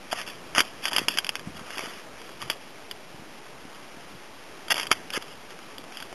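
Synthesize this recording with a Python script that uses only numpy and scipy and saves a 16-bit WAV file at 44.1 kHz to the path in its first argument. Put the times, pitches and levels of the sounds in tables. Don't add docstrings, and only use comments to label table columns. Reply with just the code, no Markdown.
import sys
import numpy as np
from scipy import signal
from scipy.io import wavfile
from scipy.ndimage import uniform_filter1d

SR = 44100
rng = np.random.default_rng(int(sys.argv[2]) if len(sys.argv) > 2 else 0)


def store_wav(level_fs):
    pcm = np.round(np.clip(np.atleast_2d(level_fs), -1, 1) * 32767)
    wavfile.write(sys.argv[1], SR, pcm.T.astype(np.int16))


def natural_amplitude(level_db):
    exponent = np.asarray(level_db, float) / 20
    return 10 ** exponent


N = 270754

# (frequency [Hz], bandwidth [Hz], level [dB])
MODES = [(375, 240, -7.5), (641, 240, -2), (967, 260, -1), (1250, 190, -3.5), (1560, 170, -4),
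         (1794, 250, -3.5), (2227, 250, -3), (2527, 300, -3.5), (2911, 200, 0.5), (3105, 180, 2.5),
         (3257, 210, 3), (3490, 220, -1.5)]


def rms_one(x):
    return x / np.sqrt(np.mean(x ** 2) + 1e-20)


def drift(rate_hz):
    pole = np.exp(-80 * np.pi * rate_hz / SR)
    settling = 2000
    noise = rng.standard_normal(N // 40 + settling + 2)
    slow = signal.lfilter([1], [1, -2 * pole, pole * pole], noise)[settling:]
    return np.interp(np.arange(N) / 40, np.arange(len(slow)), rms_one(slow))


def resonance(x, hz, width_hz):
    r = np.exp(-np.pi * width_hz / SR)
    feedback = [1, -2 * r * np.cos(2 * np.pi * hz / SR), r * r]
    return signal.lfilter([(1 - r * r) / 2, 0, (r * r - 1) / 2], feedback, x)


def band(x, low_hz, high_hz):
    return signal.sosfilt(signal.butter(2, [low_hz, high_hz], "band", fs=SR, output="sos"), x)


def click(struck_hz, body_db, steel_db, t60_s):
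    t = np.arange(4096) / SR
    rattle = rng.standard_normal(len(t)) * natural_amplitude(-60 * t / t60_s)
    rattle[:3] += 4.4
    mode_hz = [hz for hz, _, _ in MODES]
    colour_db = np.interp(np.log(mode_hz), np.log([600, 1500, 2900]), [body_db, 0, steel_db - 2.5])
    colour_db += 3.2 * rng.standard_normal(len(MODES))
    hit = natural_amplitude(colour_db.max() + 1.5) * resonance(rattle, struck_hz, 260)
    for (hz, width_hz, db), extra_db in zip(MODES, colour_db):
        hit += natural_amplitude(db + extra_db) * resonance(rattle, hz, 1.3 * width_hz)
    hit = signal.sosfilt(signal.butter(4, 4400, fs=SR, output="sos"), hit)
    return hit / np.abs(hit).max()


def clicks():
    # (time [s], peak [dB], struck part [Hz], plastic body, relative [dB])
    snaps = [(.55, -15, 2840, -12), (.592, -12, 3197, 7), (0.593, -12, 3030, -6), (.855, -9.5, 2510, -30),
             (0.882, -18, 3200, -22), (.932, -15.5, 3200, -15), (.964, -7.5, 2830, -7),
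             (.983, -7, 2820, -5.5), (0.991, -16.5, 2800, -12), (1.084, -5, 2810, -25),
             (1.174, -11.5, 2660, -27), (1.186, -7, 3070, -38), (1.246, -17, 2700, -26),
             (1.267, -19.5, 2620, -12.5), (1.292, -10.5, 2590, -34), (1.355, -14.5, 2530, -24),
             (1.782, -19, 2570, -13), (2.5, -9.5, 3040, -14), (2.503, -12, 3280, -15),
             (2.912, -21.5, 3250, -11), (4.706, -9.5, 2670, -14), (4.72, -13, 2900, -11),
             (4.743, -17, 2850, -1), (4.811, -19, 2800, -5), (4.831, -23, 2900, -17),
             (4.869, -20.5, 3340, -28), (4.927, -10, 2410, -19), (5.104, -20, 2490, -21),
             (5.136, -22, 3160, -27), (5.971, -25, 3170, -19)]
    # (time [s], peak [dB], struck part [Hz], plastic body, relative [dB])
    knocks = [(.121, -27, 1556, -19), (.129, -13, 630, 7), (.561, -16, 1400, -14), (.582, -3.5, 1500, -10),
              (.605, -3.5, 1580, -7.5), (.914, -24.5, 1440, -20), (.92, -22, 820, 8),
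              (1.395, -27.5, 1680, -1), (1.594, -29, 1330, -7), (1.706, -27.5, 2000, 15),
              (1.774, -25, 1010, -11), (1.793, -17, 2180, 13), (1.808, -26, 2180, 3),
              (1.859, -24, 695, -13), (2.217, -30, 1940, -13), (2.293, -30, 1507, 12),
              (2.425, -22, 1170, -7), (4.683, -24.5, 1370, -3), (4.758, -19.5, 2280, 6),
              (4.768, -21, 1070, -1), (4.78, -15, 2160, -6), (4.787, -27, 1030, 8), (4.798, -15, 2180, -12),
              (4.802, -22, 2220, -3), (4.856, -27, 1030, -18), (4.9144, -6, 2330, -12.5),
              (4.916, -3, 1480, -7.5), (5.165, -25, 2450, -15), (5.224, -26.5, 1250, -8),
              (6.025, -26.5, 1260, -19)]
    # (time [s], peak [dB], struck part [Hz])
    touches = [(0.104, -32, 910), (0.872, -26, 2720), (.188, -22, 2560), (.215, -22, 3000),
               (.277, -25, 2720), (0.288, -31, 2650), (.62, -24, 3200), (.635, -31, 930),
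               (.651, -29.5, 3180), (1.203, -29, 3260), (1.366, -31, 2560), (2.418, -22, 3000),
               (2.514, -22, 2500), (3.465, -35.5, 1160), (3.748, -35, 3050), (4.822, -35, 3040),
               (4.908, -26.5, 2930), (5.322, -40, 1130), (5.506, -31, 1940), (5.59, -32, 1480),
               (5.709, -36.5, 1590), (5.782, -28.5, 3340), (5.812, -36, 598), (5.84, -31, 583),
               (5.923, -30, 2340), (6.003, -26.5, 3252), (6.128, -28, 505)]
    # (struck part [Hz], steel, relative [dB])
    steel_share = [(600, -8.5), (1500, -0.5), (2600, 0.5), (3300, 4.5)]
    snap_t60_s, knock_t60_s, touch_t60_s = .030, .032, .026
    touch_body_db = -1.5

    blows = [(*row, snap_t60_s) for row in snaps]
    blows += [(*row, knock_t60_s) for row in knocks]
    blows += [(*row, touch_body_db, touch_t60_s) for row in touches]
    share_hz, share_db = np.transpose(steel_share)
    out = np.zeros(N + 4096)
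    for s, peak_db, struck_hz, body_db, t60_s in blows:
        steel_db = np.interp(np.log(struck_hz), np.log(share_hz), share_db)
        hit = click(struck_hz, body_db, steel_db, t60_s)
        at = round((s - .0006) * SR)
        out[at:at + len(hit)] += natural_amplitude(peak_db + 4.5) * hit
    return out[:N]


def grains(per_s, spread_db, clump_db):
    sizes = natural_amplitude(spread_db * np.minimum(rng.exponential(1, N), 5)) * rng.choice([-1, 1], N)
    struck = rng.random(N) < per_s / SR
    return sizes * struck * natural_amplitude(clump_db * drift(70))


def scrapes():
    # (start [s], hardest [s], end [s], steel level [dB], sole level relative to steel [dB])
    drags = [(0.111, 0.124, 0.14, -31, -8.5), (0.141, 0.206, .24, -37.5, -0.5),
             (0.263, 0.258, 0.36, -42.5, -4.5), (0.552, 0.575, 0.62, -27, 4),
             (0.625, 0.65, 0.72, -45.5, -8.5), (0.822, 0.872, 0.9, -31, -5.5),
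             (0.906, 0.952, 1.053, -34.5, -0.5), (1.095, 1.108, 1.18, -34, -9),
             (1.55, 1.586, 1.58, -47, 0.5), (1.644, 1.795, 2.02, -41.5, -0.8),
             (2.394, 2.422, 2.5, -45.5, -1), (2.501, 2.51, 2.55, -40.5, -3.5), (2.528, 2.54, 2.47, -50, -9),
             (4.701, 4.72, 4.73, -20.5, -1.5), (4.742, 4.765, 4.81, -37.5, 0.5),
             (4.81, 4.817, 4.86, -40.5, 0), (4.914, 4.922, 5.0, -44.5, -4),
             (5.123, 5.135, 5.17, -34.5, -3.5), (5.137, 5.18, 5.18, -32, 1.5), (5.202, 5.22, 5.37, -49, -5),
             (5.483, 5.53, 5.53, -50, 1), (5.9, 6.0, 6.07, -48.5, -4), (2.17, 2.222, 2.36, -53.5, -4),
             (3.435, 3.47, 3.46, -52, 0)]
    edge_db, hold = -12.5, 2.8
    shell_db, shell_follows = -6.5, 0.95

    grit = grains(per_s=9000, spread_db=1.9, clump_db=1.3)
    ring = []
    for k, (hz, width_hz, db) in enumerate(MODES):
        gain = (-1) ** k * natural_amplitude(db + 1.7 * drift(17))
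        ring.append(gain * resonance(grit, hz, 1.6 * width_hz))
    steel, sole, shell = sum(ring[7:]), sum(ring[3:7]), sum(ring[:3])
    groups = np.array([rms_one(steel), rms_one(sole), rms_one(shell)])

    pressure, t = np.zeros((3, N)), np.arange(N) / SR
    for start, hardest, end, steel_db, sole_db in drags:
        span = slice(round(start * SR), round(end * SR))
        swell_db = edge_db * np.interp(t[span], [start, hardest, end], [1, 0, 1]) ** hold
        group_db = np.array([[0], [sole_db], [shell_db + shell_follows * sole_db]])
        pressure[:, span] += natural_amplitude(2.0 + steel_db + swell_db + group_db)
    return np.sum(uniform_filter1d(pressure, size=160) * groups, axis=0)


def bumps():
    # (time of peak [s], peak [dB], frequency [Hz])
    pushes = [(.13, -33, 316), (.583, -22.5, 271), (.606, -29, 310), (0.94, -35, 325), (.964, -31, 350),
              (.983, -30, 350), (0.999, -31, 370), (1.018, -25.5, 320), (1.083, -29.5, 308),
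              (1.1, -35, 282), (1.155, -33.5, 304), (1.186, -36.5, 316), (1.477, -27, 191),
              (1.555, -43, 240), (1.617, -35.5, 189), (1.773, -35, 305), (1.839, -28, 367),
              (1.876, -33, 270), (2.464, -36, 169), (2.504, -31.5, 268), (3.15, -39, 145),
              (3.201, -38.5, 154), (3.224, -37, 248), (3.655, -34.5, 259), (3.974, -34, 264),
              (4.155, -38, 140), (4.716, -32, 315), (4.916, -18.5, 360), (5.177, -20, 348.5),
              (5.795, -36.5, 275)]
    out, t = np.zeros(N + 4096), np.arange(4096) / SR
    for s, peak_db, hz in pushes:
        rise = t * hz / 0.59
        swell = (rise * np.exp(1 - rise)) ** 2
        at = round((s - 1.1 / hz) * SR)
        out[at:at + len(t)] += natural_amplitude(peak_db + 0.5) * swell * np.sin(2 * np.pi * hz * t)
    return out[:N]


def breeze():
    # (frequency [Hz], level per Hz [dB])
    spectrum = [(18, -42), (30, -20), (131, -7.5), (281, -3), (317, -6), (350, -2.5), (753, -4.5),
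                (867, -5), (1320, -8.5), (3700, -11.5), (4810, -47), (8140, -120)]
    # (time [s], level [dB])
    strength = [(0.0, -47), (.58, -44), (1.02, -46), (1.5, -45.5), (2.5, -47.5), (3.1, -48), (4.14, -47),
                (4.4, -48), (4.92, -44.5), (5.44, -48), (6.14, -45.5)]
    s, db = np.transpose(strength)
    air_db = np.interp(np.arange(N) / SR, s, db)
    white = rng.standard_normal((2, N))
    band_edges_hz = 40 * 2 ** np.arange(0, 7, .5)
    hz, db = np.transpose(spectrum)
    far = np.zeros(N)
    for k, (low, high) in enumerate(zip(band_edges_hz, band_edges_hz[1:])):
        band_db = np.interp(np.log(low * high) / 2, np.log(hz), db)
        far += natural_amplitude(band_db + 1.2 * drift(6)) * band(white[k % 2], low, high)
    return natural_amplitude(air_db + 1.0) * rms_one(far)


def wind():
    # (time [s], peak [dB])
    puffs = [
        (.58, -47),
        (1.02, -48),
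        (1.47, -37.5),
        (2.48, -43),
        (3.13, -53),
        (3.64, -55.5),
        (4.14, -52),
        (4.92, -49),
    ]
    calm_db, rise_db_per_s, fall_db_per_s = -64.5, 113, 105.5
    t = np.arange(N) / SR
    wind_db = np.full(N, calm_db)
    for s, db in puffs:
        below_peak_db = np.maximum(rise_db_per_s * (s - t), fall_db_per_s * (t - s))
        wind_db = np.maximum(wind_db, db - below_peak_db)
    lumpy = band(rng.standard_normal(N), 70, 260) * natural_amplitude(4.6 * drift(5.9))
    return natural_amplitude(wind_db - 5.5) * rms_one(lumpy)


def scene():
    near = clicks() + scrapes()
    lag = round(.0032 * SR)
    near[lag:] += natural_amplitude(-19.0) * near[:-lag]
    return (near + bumps() + breeze() + wind())[None]


def drop_faint(x):
    # (low edge [Hz], high edge [Hz], limit [dB])
    faint_bands = [
        (20, 100, -66.5),
        (3900, 4100, -95),
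        (7860, 8140, -84),
        (11900, 12150, -79),
    ]
    masked = uniform_filter1d(x ** 2, size=1000) * natural_amplitude(-44) ** 2
    for low_hz, high_hz, limit_db in faint_bands:
        sos = signal.butter(3, [low_hz, high_hz], "band", fs=SR, output="sos")
        part = signal.sosfiltfilt(sos, x)
        faint = uniform_filter1d(part ** 2, size=2000) < natural_amplitude(limit_db) ** 2 + masked
        x = x - uniform_filter1d(1. * faint, size=600) * part
    return x


def roll_off(x):
    return signal.sosfilt(signal.butter(12, 13280, fs=SR, output="sos"), x)


def record(dry):
    sample_hz, step = 8001.4, 1 / 128
    x = signal.sosfilt(signal.cheby1(7, .5, 3320, fs=SR, output="sos"), dry[0])
    x = .85 * np.tanh(x / .85)
    tick = np.floor(np.arange(N) * sample_hz / SR)
    held = np.interp(tick * SR / sample_hz, np.arange(N), x)
    held += natural_amplitude(-57) * rng.standard_normal(N)[tick.astype(int)]
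    held = np.clip(np.floor(held / step), -128, 127) * step
    held = signal.sosfilt(signal.ellip(9, .5, 48, 12630, fs=SR, output="sos"), held)
    mix = drop_faint(held)[None]
    return roll_off(mix)


dry = scene()
out = record(dry)
store_wav(out)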